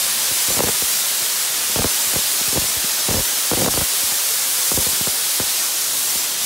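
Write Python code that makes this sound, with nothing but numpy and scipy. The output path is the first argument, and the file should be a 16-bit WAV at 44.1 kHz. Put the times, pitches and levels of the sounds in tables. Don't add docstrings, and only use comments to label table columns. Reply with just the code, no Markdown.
import sys
import numpy as np
from scipy import signal
from scipy.fft import rfft, irfft, next_fast_len
from scipy.io import wavfile
from scipy.ndimage import uniform_filter1d

SR = 44100
rng = np.random.default_rng(int(sys.argv[2]) if len(sys.argv) > 2 else 0)


def unload_audio(sound):
    columns = np.transpose(np.atleast_2d(sound))
    steps = np.round(np.clip(columns, -1, 1) * 32767)
    wavfile.write(sys.argv[1], SR, steps.astype(np.int16))


def elevation(decibels):
    levels = np.asarray(decibels, float)
    return 10 ** (levels / 20)


N = 284445
FRAME = 2048


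def rms_one(x):
    return x / np.sqrt(np.mean(x ** 2) + 1e-20)


def band(x, low_hz, high_hz, order=2):
    return signal.sosfilt(signal.butter(order, [low_hz, high_hz], "band", fs=SR, output="sos"), x)


def drift(rate_hz):
    hop = 40
    r = np.exp(-2 * np.pi * hop * rate_hz / SR)
    noise = rng.standard_normal(N // hop + 2002)
    slow = signal.lfilter([1], [1, -2 * r, r * r], noise)[2000:]
    return np.interp(np.arange(N) / hop, np.arange(len(slow)), rms_one(slow))


def add(out, at_s, piece):
    i = max(round(at_s * SR), 0)
    out[i:i + len(piece)] += piece[:N - i]


# t/s, snap level/dB, slide
# level/dB, thump level/dB
HARD_EDDIES = [(0.591, -15, -13, -29), (0.605, -11, 4, -39), (.635, -27, -18, -17), (0.672, -24, -17, -36),
               (.685, -17, -24, -25), (1.759, -17.5, -17, -27.5), (1.788, -20, -13, -10),
               (1.82, -19, -24, -32), (1.843, -15.5, -9.5, -16.5), (2.157, -19, -17, -20),
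               (2.573, -16.5, -13.5, -15), (3.09, -20, -20, -12), (3.109, -21, -21, -21),
               (3.141, -19, -14.5, -23), (3.167, -23, -21, -14), (3.192, -25, -22, -21),
               (3.514, -15, -10, -32), (3.535, -16, -21, -15), (3.571, -19, -13.5, -30),
               (3.618, -19, -14, -30), (3.661, -15, -17, -33), (3.674, -23, -12, -19),
               (3.685, -9.5, -13, -27), (3.739, -20, -18.5, -24.5), (3.774, -16.5, -17, -16),
               (3.811, -18, -16, -19), (4.716, -19, -19, -21), (4.773, -19, -11, -14),
               (5.071, -20, -16.5, -31), (5.399, -20, -17, -35)]
# t/s, slide level/dB, thump level/dB
SOFT_EDDIES = [(.311, -26.5, -36), (.482, -23.5, -31), (.503, -21, -23), (.542, -29, -42), (.566, -22, -37),
               (.821, -22, -30), (1.214, -34, -37), (1.695, -30, -37), (2.135, -24, -44), (2.186, -27, -40),
               (2.409, -28, -47), (2.476, -26, -31), (2.527, -22, -42), (2.557, -17, -38),
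               (2.615, -25, -25), (2.64, -26, -41), (2.763, -26.5, -26), (2.84, -22.5, -31),
               (3.329, -35, -36), (3.596, -31, -27), (3.644, -15, -35), (4.03, -30, -33), (4.118, -28, -34),
               (4.738, -28, -19), (4.865, -23, -22), (4.886, -32, -31), (4.928, -31, -37),
               (5.009, -21, -37), (5.432, -35, -42), (6.154, -29, -33)]
# start t/s, length t/s, slide level/dB
GUSTS = [
    (.488, .04, -30),
    (.572, .02, -17),
    (.614, .075, -21.5),
    (1.765, .09, -24.5),
    (2.537, .03, -28),
    (3.073, .13, -22.5),
    (3.513, .02, -17),
    (3.564, .115, -20),
    (3.752, .05, -29),
    (4.79, .025, -30),
]
SOFT_SNAP_DB = -5
TRAIL_S, TRAIL_SPREAD_S, TRAIL_DB, TRAIL_SPREAD_DB = .011, 0.00744, -12, 9.5
GUST_GAP_S, GUST_SPREAD_DB = .011, 3.5
TEAR_DB, TEAR_SHORTENS_PER_DB = -16.5, 0.24


def shed():
    rows = [row[:3] for row in HARD_EDDIES]
    small = [(s, slide_db) for s, slide_db, _ in SOFT_EDDIES]
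    for (s, snap_db, slide_db, _), (late, weak) in zip(HARD_EDDIES, rng.random((len(HARD_EDDIES), 2))):
        if snap_db < TEAR_DB:
            small.append((s + TRAIL_S + TRAIL_SPREAD_S * late, slide_db + TRAIL_DB - TRAIL_SPREAD_DB * weak))
    for (s, length_s, slide_db), draws in zip(GUSTS, rng.random((len(GUSTS), 16, 2))):
        for k, (late, weak) in enumerate(draws):
            if GUST_GAP_S * k < length_s:
                small.append((s + GUST_GAP_S * (k + late), slide_db - GUST_SPREAD_DB * weak))
    return rows + [(s, slide_db + SOFT_SNAP_DB, slide_db) for s, slide_db in small]


# t/s, level/dB
BREEZE = [(.17, -44), (.289, -41), (.738, -37), (1.38, -48), (1.6, -45), (1.652, -38), (1.959, -45),
          (2.074, -32), (2.116, -37), (2.25, -39), (2.698, -35), (2.902, -39), (3.002, -37), (3.25, -43),
          (3.92, -40), (4.45, -48), (4.6, -41), (5.466, -41), (5.54, -46), (5.952, -43)]
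BREEZE_HZ = 125
THUMP_LAG_S, THUMP_HZ, THUMP_WIDTH_S, THUMP_SPREAD = 0.01326, 106.7, 0.01302, 0.09


def thumps(boost_db, sag, rise):
    out = np.zeros(N)
    rows = [(row[0] + THUMP_LAG_S, row[-1], THUMP_HZ) for row in HARD_EDDIES + SOFT_EDDIES]
    rows += [(s, db, BREEZE_HZ) for s, db in BREEZE]
    for (s, db, hz), (turn, pitch, wide) in zip(rows, rng.random((len(rows), 3))):
        width_s = THUMP_WIDTH_S * (1 + wide ** 2)
        t = np.arange(-round(width_s * SR), round(2 * width_s * SR)) / SR
        bend = THUMP_SPREAD * (2 * pitch - 1) - sag * t / width_s
        cycles = np.cumsum(0.81 * hz * np.exp(bend)) / SR
        swell = np.exp(-2.3 * (t / width_s / np.where(t < 0, rise, 1.15)) ** 2)
        add(out, s + t[0], elevation(db + boost_db) * swell * np.sin(2 * np.pi * (cycles + turn)))
    return out


def eddies(start_hz, slide_s, snap_s, peak_s, die_s, rough_db, follower_db):
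    t = np.arange(round(.05 * SR)) / SR
    chirps, snaps, swells = np.zeros(N), np.zeros(N), np.zeros(N)
    rows = shed()
    for (s, snap_db, slide_db), (pace, turn, *followers) in zip(rows, rng.random((len(rows), 4))):
        length = 1 - TEAR_SHORTENS_PER_DB * max(snap_db - TEAR_DB, 0)
        cycles = np.cumsum(start_hz / (1 + t / (slide_s * (0.727 + 0.35 * pace)))) / SR
        snap = elevation(snap_db) * t / snap_s * np.exp(1 - t / snap_s)
        decay = np.exp(-t / (die_s * np.clip(length, .2, 3)))
        swell = elevation(slide_db) * (1 - np.exp(-(t / peak_s) ** 2)) * decay
        add(chirps, s, np.hypot(snap, swell) * np.sin(2 * np.pi * (cycles + turn)))
        for rank, chance in enumerate(followers, 1):
            short = elevation(follower_db * rank) * np.hypot(snap, swell * np.exp(-t / 0.0077))
            later_s = s + length * 0.00351 * (rank + chance)
            add(chirps, later_s, short * np.sin(2 * np.pi * (cycles + 3 * chance)))
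        add(snaps, s, snap)
        add(swells, s, swell)
    fine = rms_one(band(rng.standard_normal(N), 700, 3100))
    coarse = rms_one(band(rng.standard_normal(N), 162, 615))
    return elevation(2.0) * chirps + elevation(rough_db) * (snaps * fine + swells * coarse)


# t/s, hiss level/dB, sizzle level re hiss/dB
PLUME = [(0.0, -21, -5.5), (0.09, -21, -6), (0.66, -20.5, -5), (0.9, -21, -5), (1.52, -22, -6.5),
         (2.05, -20.5, -5.5), (2.8, -21.5, -6), (4.09, -21, -5.5), (4.22, -22, -5.5), (4.31, -20.5, -5.5),
         (4.49, -21.5, -5.5), (4.81, -20, -4.5), (5.19, -22, -5.5), (5.59, -21, -6), (5.75, -22.5, -6.5),
         (6.16, -21.5, -5.5), (6.36, -23.5, -7.5), (6.45, -21.5, -5.5)]
# f/Hz, level per Hz/dB
JET_COLOUR = [(30, -26), (70, -29.5), (130, -16), (250, -13), (500, -9.5), (1200, -7), (2600, -6),
              (3300, -3), (4500, -2), (6200, -1.5), (8600, -1.15), (11800, -2.5), (13000, -5.5),
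              (15700, -5.5)]
# t/s, level/dB
AIRFLOW = [(0.0, -48), (0.5, -53), (0.66, -48), (0.88, -54), (3.02, -50.5), (3.5, -58), (3.7, -36),
           (3.83, -55), (4.15, -58), (4.97, -49), (5.05, -54), (5.73, -57), (5.93, -48), (6.45, -51)]
RUMBLE_HZ, CALM_HZ, BODY_HZ, HISS_HZ, SIZZLE_HZ = 130, 500, 1800, 5500, 13500
SWAY_BODY_DB, SWAY_SIZZLE_DB, SIZZLE_WANDER_DB = -0.9, 1.27, 0.24
RUMBLE_FOLLOWS, RUMBLE_WANDER_DB = .9, .7
BODY_FADE_DB_PER_S = -0.34


def steam_jet(flutter_db, patchy_db):
    s = np.arange(N) / SR
    plume_s, hiss_points, sway_points = np.transpose(PLUME)
    hiss_db = np.interp(s, plume_s, hiss_points)
    sway = np.interp(s, plume_s, sway_points)
    sway = sway - sway.mean()

    size = next_fast_len(N)
    octave = np.log2(np.fft.rfftfreq(size, 1 / SR) + 1)
    hz_points, colour_db = np.transpose(JET_COLOUR)
    noise = rfft(rng.standard_normal(size)) * elevation(np.interp(octave, np.log2(hz_points), colour_db))

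    body_db = SWAY_BODY_DB * sway + BODY_FADE_DB_PER_S * (s - s.mean())
    sizzle_db = SWAY_SIZZLE_DB * sway + SIZZLE_WANDER_DB * drift(4.5)
    flow_db = np.interp(s, *np.transpose(AIRFLOW))
    rumble_db = RUMBLE_FOLLOWS * (flow_db - flow_db.mean()) + RUMBLE_WANDER_DB * drift(0.95)

    billow = drift(11.0) + 1.9 * drift(40)
    near, out = drift(8), np.zeros(N)
    anchors = np.log2([RUMBLE_HZ, CALM_HZ, BODY_HZ, HISS_HZ, SIZZLE_HZ])
    for centre in np.arange(5, 14.5, 1 / 3):
        rumble, _, body, _, sizzle = [np.interp(centre, anchors, share) for share in np.eye(5)]
        tilt_db = rumble * rumble_db + body * body_db + sizzle * sizzle_db
        own = drift(5.6)
        moving_db = flutter_db * billow + patchy_db * (own + near) + rumble * own
        near = own
        slope = np.maximum(1 - 3 * np.abs(octave - centre), 0)
        out += elevation(tilt_db + moving_db) * irfft(noise * slope, size)[:N]
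    return elevation(hiss_db) * out / np.std(band(out, 3000, 10000, order=4))


def shimmer(x, ripple_db):
    overlap = FRAME * 3 // 4
    spectrum = signal.stft(x, nperseg=FRAME, noverlap=overlap)[2]
    ripples = uniform_filter1d(rng.standard_normal(spectrum.shape), size=2, axis=0)
    ripples = uniform_filter1d(ripples, size=5, axis=1)
    spectrum = spectrum * elevation(ripple_db * rms_one(ripples))
    rippled = signal.istft(spectrum, nperseg=FRAME, noverlap=overlap)[1][:N]
    return rippled * np.std(x) / np.std(rippled)


def scene():
    wind = eddies(2382, slide_s=0.000582, snap_s=0.00074, peak_s=0.002, die_s=0.0087,
                  rough_db=-7, follower_db=-6.5)
    wind = wind + elevation(-7.5) * band(wind, 460, 550, order=1)
    wind = wind + thumps(boost_db=-7.5, sag=0.94, rise=0.69)
    jet = shimmer(steam_jet(flutter_db=.12, patchy_db=.2), ripple_db=1.9)
    return np.tile(jet + wind, (2, 1))


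def limiter(x, limit_db, recover_db_per_s):
    over_db = np.maximum(20 * np.log10(np.abs(x) + 1e-9) - limit_db, 0)
    climb = recover_db_per_s * np.arange(N) / SR
    held_db = np.maximum.accumulate(over_db + climb) - climb
    return x * elevation(-signal.lfilter([.02], [1, -.98], held_db))


SPLIT_BAND_EDGES = np.r_[196, 216, 240, 264, 292, 320:737:32]
SPLITS_PER_S, GRID_START = 8, 766


def split_noise(mid, split_db):
    hop, n, count = FRAME // 2, np.arange(FRAME), round(SPLITS_PER_S * N / SR)
    side = np.zeros(N)
    window = np.sin(np.pi * (n + .5) / FRAME)
    for (when, where, wide), draws in zip(rng.random((count, 3)), rng.standard_normal((count, hop))):
        i = GRID_START + hop * int(when * (N - GRID_START - hop) / hop)
        first = int(where ** .9 * (len(SPLIT_BAND_EDGES) - 2))
        edges = SPLIT_BAND_EDGES[first:][:3 + (wide < .25)]
        bins = np.arange(edges[0], edges[-1])
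        tones = window * np.cos(np.pi / hop * np.outer(bins + .5, n + .5 + hop / 2))
        piece = np.pad(mid[i:i + FRAME], (0, max(i + FRAME - N, 0)))
        level = elevation(split_db) * np.std(tones @ piece) * 2 / hop
        add(side, i / SR, level * (draws[bins] @ tones))
    return side


def roll_off(x):
    return signal.sosfilt(signal.butter(12, 17050, fs=SR, output="sos"), x)


def record(dry):
    mid = signal.sosfilt(signal.butter(2, 41, "high", fs=SR, output="sos"), dry[0])
    mid = limiter(mid, limit_db=-7.5, recover_db_per_s=253)
    mid = signal.sosfilt(signal.ellip(14, .3, 80, 15740, fs=SR, output="sos"), mid)
    side = split_noise(mid, split_db=-2.8)
    return roll_off(np.array([mid + side, mid - side]))


dry = scene()
out = record(dry)
unload_audio(out)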